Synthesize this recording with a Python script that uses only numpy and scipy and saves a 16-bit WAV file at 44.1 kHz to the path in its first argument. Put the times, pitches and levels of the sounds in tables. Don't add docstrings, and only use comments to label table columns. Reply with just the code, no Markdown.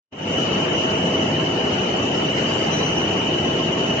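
import sys
import numpy as np
from scipy import signal
from scipy.fft import rfft, irfft
from scipy.io import wavfile
from scipy.ndimage import uniform_filter1d

SR = 44100
rng = np.random.default_rng(int(sys.argv[2]) if len(sys.argv) > 2 else 0)


def bounce(signal):
    frames = np.transpose(np.atleast_2d(signal))
    limited = np.clip(frames, -1, 1)
    pcm = np.round(limited * 32767).astype(np.int16)
    wavfile.write(sys.argv[1], SR, pcm)


N = 176400
TIME = np.arange(N) / SR
FREQS = np.maximum(np.arange(N // 2 + 1) * SR / N, 1)
STEP = 40

# frequency in Hz, side signal over middle signal in dB.
HALL_WIDTH = [(30, -15.5), (70, -29), (125, -39.5), (190, -29.5), (260, -26), (350, -9.5), (430, -6.5),
              (580, -3), (650, -7.5), (820, -4), (1000, 0.8), (1500, 2.5), (2100, 1.5), (3000, -0.8),
              (4000, 1), (7000, 0.3)]
# frequency in Hz, level in dB.
ROAR_COLOUR = [(25, -33), (45, -18.5), (68, -14.5), (90, -4.5), (150, -1), (270, 2), (420, -1.5), (600, -4),
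               (850, -8.5), (1200, -13), (1800, -16), (2500, -15), (3100, -10), (3500, -24.5), (4500, -28),
               (5500, -30.5), (6600, -29.5), (7500, -31.5)]
# frequency in Hz, lean in dB (reduced later in the bass).
ROAR_LEAN = [(250, 1.5), (420, 1), (650, -2), (1000, -0.5), (1450, 1.2), (1800, 0), (2700, 3), (3500, -1.5),
             (5300, -1.5), (7000, 0.3)]
# time in seconds, level in dB.
UPPER_MID_LEVEL = [(.3, 0), (.9, 0.2), (1.42, 0), (1.6, 0), (2.25, -0.2), (2.45, -0.4), (2.8, 1.3),
                   (3.2, -0.7), (4, -0.9)]
# frequency in Hz, share from 0 to 1.
UPPER_MID_SHARE = [(600, 0), (1100, 1), (2200, 1), (3500, 0)]
# frequency in Hz, level of the pings at one pitch in dB.
PING_COLOUR = [(900, -49), (1400, -53.5), (2500, -54.5), (3600, -61.5), (7000, -64.5)]
# pitch in Hz, level in dB, lean in dB (reduced later in the bass).
DRIVE_TONES = [(98.5, -45, 0), (133.2, -44.5, 0), (153.4, -38, 0), (177.6, -41.5, 0), (209.9, -42.5, 0),
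               (323, -44, 1), (356.6, -37.3, 0), (398.4, -39.5, 1), (429.3, -42.3, -1), (489.9, -39.7, 2),
               (530, -42.5, 0), (796.7, -49, 2), (889.6, -43.3, -3), (1290, -54, 0), (1351.2, -52, 3),
               (1513, -56, 0), (1884.2, -56, 5), (2262, -56.5, 2)]
# time in seconds, level in dB.
MOTOR_PASS = [(.3, -39.5), (1, -37.5), (2.2, -39), (2.5, -42), (3.1, -45), (3.5, -38), (4, -35)]
# pitch in Hz, level in dB, lean in dB.
ROLLER_TONES = [(2638, -50, 8), (2749.5, -46, 6), (2810, -46, 3), (2862.6, -38.7, 6), (2880, -46, 3),
                (2908, -44.5, 3), (2923, -37, 0), (2952.7, -36, 4), (2973, -37.3, 3), (2984, -36.8, 3),
                (3035, -44, 1), (3096.7, -43, 6), (3143, -50, 3), (3210, -50, 3), (3968.8, -62, 8),
                (5970, -57, -4)]
# centre in Hz, width in Hz, level in dB, lean in dB.
WIRE_RINGS = [(2941, 210, -35, 2), (2655, 110, -44, 13.5), (5916, 550, -47.5, 0.5)]
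# time in seconds, level in dB.
ROLLER_LEVEL = [(.28, -1.5), (.37, 2.3), (.5, -0.4), (.63, 1), (.69, -6.5), (.72, 2), (.84, 2), (.9, 0.3),
                (1.12, -0.3), (1.21, 2), (1.3, -3.7), (1.37, 1), (1.47, -2), (1.65, -0.4), (2.05, -1.5),
                (2.6, 0.4), (2.78, -2), (2.92, .7), (3.42, .3), (3.55, -0.7), (4, 0)]
# start and length in seconds, centre and width in Hz, level and lean in dB.
RUBS = [(2.368, 0.037, 1950, 1600, -32, -4), (2.4, 0.13, 2080, 890, -44, -1),
        (2.38, 0.53, 5500, 5100, -45.5, 1), (1.4, 0.32, 4800, 450, -53.5, 2),
        (2.13, 0.07, 5300, 520, -47.5, 2)]
# start and length in seconds, pitch in Hz,
# glide in Hz per second, level and lean in dB.
METAL_SQUEALS = [(2.47, .075, 4805, -300, -45, -3), (2.585, .075, 4795, -500, -45, -2),
                 (2.725, .05, 3985, 0, -42.5, 4), (2.79, .05, 3945, 1200, -42.5, 4),
                 (2.715, .1, 5945, 500, -39, 2), (2.83, .1, 5985, -200, -39.5, 2),
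                 (2.765, .04, 5670, 0, -43, -5), (2.955, .04, 5730, 0, -45.5, 0),
                 (2.955, .075, 5900, 800, -45.5, 0)]
# time in seconds, level in dB.
FADE_IN = [(0, -84), (.103, -73), (.128, -13.5), (.17, -12), (.19, -7.5), (.26, -2), (.33, 1.5), (.4, 2.5)]


def from_db(db):
    return 10 ** (np.asarray(db) / 20)


def rms_one(x):
    return x / np.sqrt(np.mean(np.abs(x) ** 2) + 1e-20)


def at_hz(points, hz):
    freqs, values = np.transpose(points)
    return np.interp(np.log(hz), np.log(freqs), values)


def over_time(points):
    return np.interp(TIME, *np.transpose(points))


def pan(lean_db):
    gains = from_db(np.array([[.5], [-.5]]) * lean_db)
    return gains / np.sqrt(np.mean(gains ** 2, axis=0))


def shadow(hz):
    return 1 / (1 + (300 / hz) ** 6)


def slow(rate):
    memory = np.exp(-2 * np.pi * rate * STEP / SR)
    noise = rng.standard_normal(N // STEP + 2001)
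    return rms_one(signal.lfilter([1], [1, -2 * memory, memory ** 2], noise)[2000:])


def drift(rate):
    points = slow(rate)
    return np.interp(TIME, np.arange(len(points)) * STEP / SR, points)


def burst(start, length, edge_s=.018):
    return np.clip(np.minimum(TIME - start, start + length - TIME) / edge_s + .5, 0, 1)


def in_hall(mid, side, hz):
    width = from_db(at_hz(HALL_WIDTH, hz))
    return (mid + width * side * np.array([[1], [-1]])) / np.sqrt(1 + width ** 2)


def hall_noise():
    return in_hall(*rfft(rng.standard_normal((2, N))), FREQS)


def resonance(hz, width_hz):
    detune = (FREQS ** 2 - hz ** 2) / (FREQS * width_hz)
    return rms_one(irfft(hall_noise() / (1 + 1j * detune) ** 2, N))


def tone(hz, wander_hz, echo_share, rate, glide=0, start=0):
    wander = np.cumsum(wander_hz * slow(rate)) * STEP / SR + rng.random()
    t = np.arange(len(wander)) * STEP / SR
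    cycles = wander + hz * t + glide * (t - start) ** 2 / 2
    mid, side = [rms_one(slow(rate) + 1j * slow(rate)) for _ in range(2)]
    direct = np.sqrt(1 - echo_share) * in_hall(0.75, 1j, hz)
    echoes = np.sqrt(echo_share) * in_hall(mid, side, hz)
    coarse = np.sqrt(2) * rms_one(direct + echoes) * np.exp(2j * np.pi * cycles)
    fine = np.exp(2j * np.pi * hz * TIME[:STEP])
    return np.real(coarse[:, :, None] * fine).reshape(2, -1)[:, :N]


def roar(treble_hz=1000):
    lean_db = at_hz(ROAR_LEAN, FREQS) * shadow(FREQS)
    spectrum = hall_noise() * from_db(at_hz(ROAR_COLOUR, FREQS)) * pan(lean_db)
    edges = np.r_[1, np.geomspace(45, treble_hz, 9)[:-1], np.geomspace(treble_hz, 8000, 21)]
    upper_mid_db = over_time(UPPER_MID_LEVEL)
    air = 0
    for low, high in zip(edges, edges[1:]):
        flicker_db = drift(rate=21) if low < treble_hz else np.minimum(4 * drift(rate=18.8), 4)
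        band = irfft(spectrum * ((FREQS >= low) & (FREQS < high)), N)
        air += band * from_db(flicker_db + upper_mid_db * at_hz(UPPER_MID_SHARE, high))
    surge = from_db(0.06 * drift(rate=5.3))
    return from_db(-25) * rms_one(air * surge)


def pings(pitches=30, pings_per_s=16, ring_s=0.15):
    grain = np.zeros((2, N))
    decay = from_db(-60 / (ring_s * SR))
    for hz in np.geomspace(900, 7000, pitches) * rng.uniform(.97, 1.03, pitches):
        at = (np.cumsum(rng.exponential(1, 400)) / pings_per_s * SR).astype(int)
        strengths = from_db(2.5 * rng.standard_normal(400))
        pulses = np.bincount(at[at < N], strengths[at < N], N) + 1e-18
        angle = 2 * np.pi * hz / SR
        feedback = [1, -2 * decay * np.cos(angle), decay ** 2]
        for channel, phase in zip(grain, 2 * np.pi * rng.random(2)):
            ringing = signal.lfilter([np.cos(phase), -decay * np.cos(phase - angle)], feedback, pulses)
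            channel += from_db(at_hz(PING_COLOUR, hz)) * rms_one(ringing)
    return grain


def drives():
    hum = 0
    for hz, db, lean in DRIVE_TONES:
        hum += from_db(db) * pan(lean * shadow(hz)) * tone(hz, wander_hz=.3, echo_share=.18, rate=2)
    return from_db(-1.27) * hum


def nearest_motor():
    hum = tone(hz=644.7, wander_hz=.3, echo_share=.06, rate=2)
    return from_db(over_time(MOTOR_PASS)) * pan(lean_db=-3) * hum


def steadied(x, span_s):
    power = uniform_filter1d(np.mean(x ** 2, axis=0), int(span_s * SR))
    return x * np.sqrt(power.mean() / (power + 1e-20))


def rollers():
    tones = sum(from_db(db) * pan(lean) * tone(hz, wander_hz=2.5, echo_share=.6, rate=5)
                for hz, db, lean in ROLLER_TONES)
    ring = sum(from_db(db) * pan(lean) * resonance(hz, width) for hz, width, db, lean in WIRE_RINGS)
    flutter = rms_one(from_db(2.5 * drift(rate=27)))
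    whine = steadied(from_db(-1.2) * tones + ring * flutter, span_s=.09)
    return from_db(over_time(ROLLER_LEVEL)) * whine


def rubbing():
    return sum(from_db(db) * pan(lean) * burst(start, length) * resonance(hz, width)
               for start, length, hz, width, db, lean in RUBS)


def squeals():
    flutter = rms_one(from_db(2.4 * drift(rate=70)))
    slips = 0
    for start, length, hz, glide, db, lean in METAL_SQUEALS:
        squeal = tone(hz, wander_hz=12, echo_share=.14, rate=55, glide=glide, start=start)
        slips += from_db(db) * pan(lean) * burst(start, length) * squeal
    return flutter * slips


def scene():
    whine = rollers()
    background = roar() + drives() + nearest_motor()
    return background + whine + rubbing() + squeals() + pings()


def record(dry, notch_hz=3323, notch_width_hz=200, cutoff_hz=7520):
    notched = signal.lfilter(*signal.iirnotch(notch_hz, notch_hz / notch_width_hz, fs=SR), dry)
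    faded = notched * from_db(over_time(FADE_IN))
    treble_cut = signal.ellip(14, .1, 90, cutoff_hz, fs=SR, output="sos")
    return signal.sosfilt(treble_cut, faded)


dry = scene()
out = record(dry)
bounce(out)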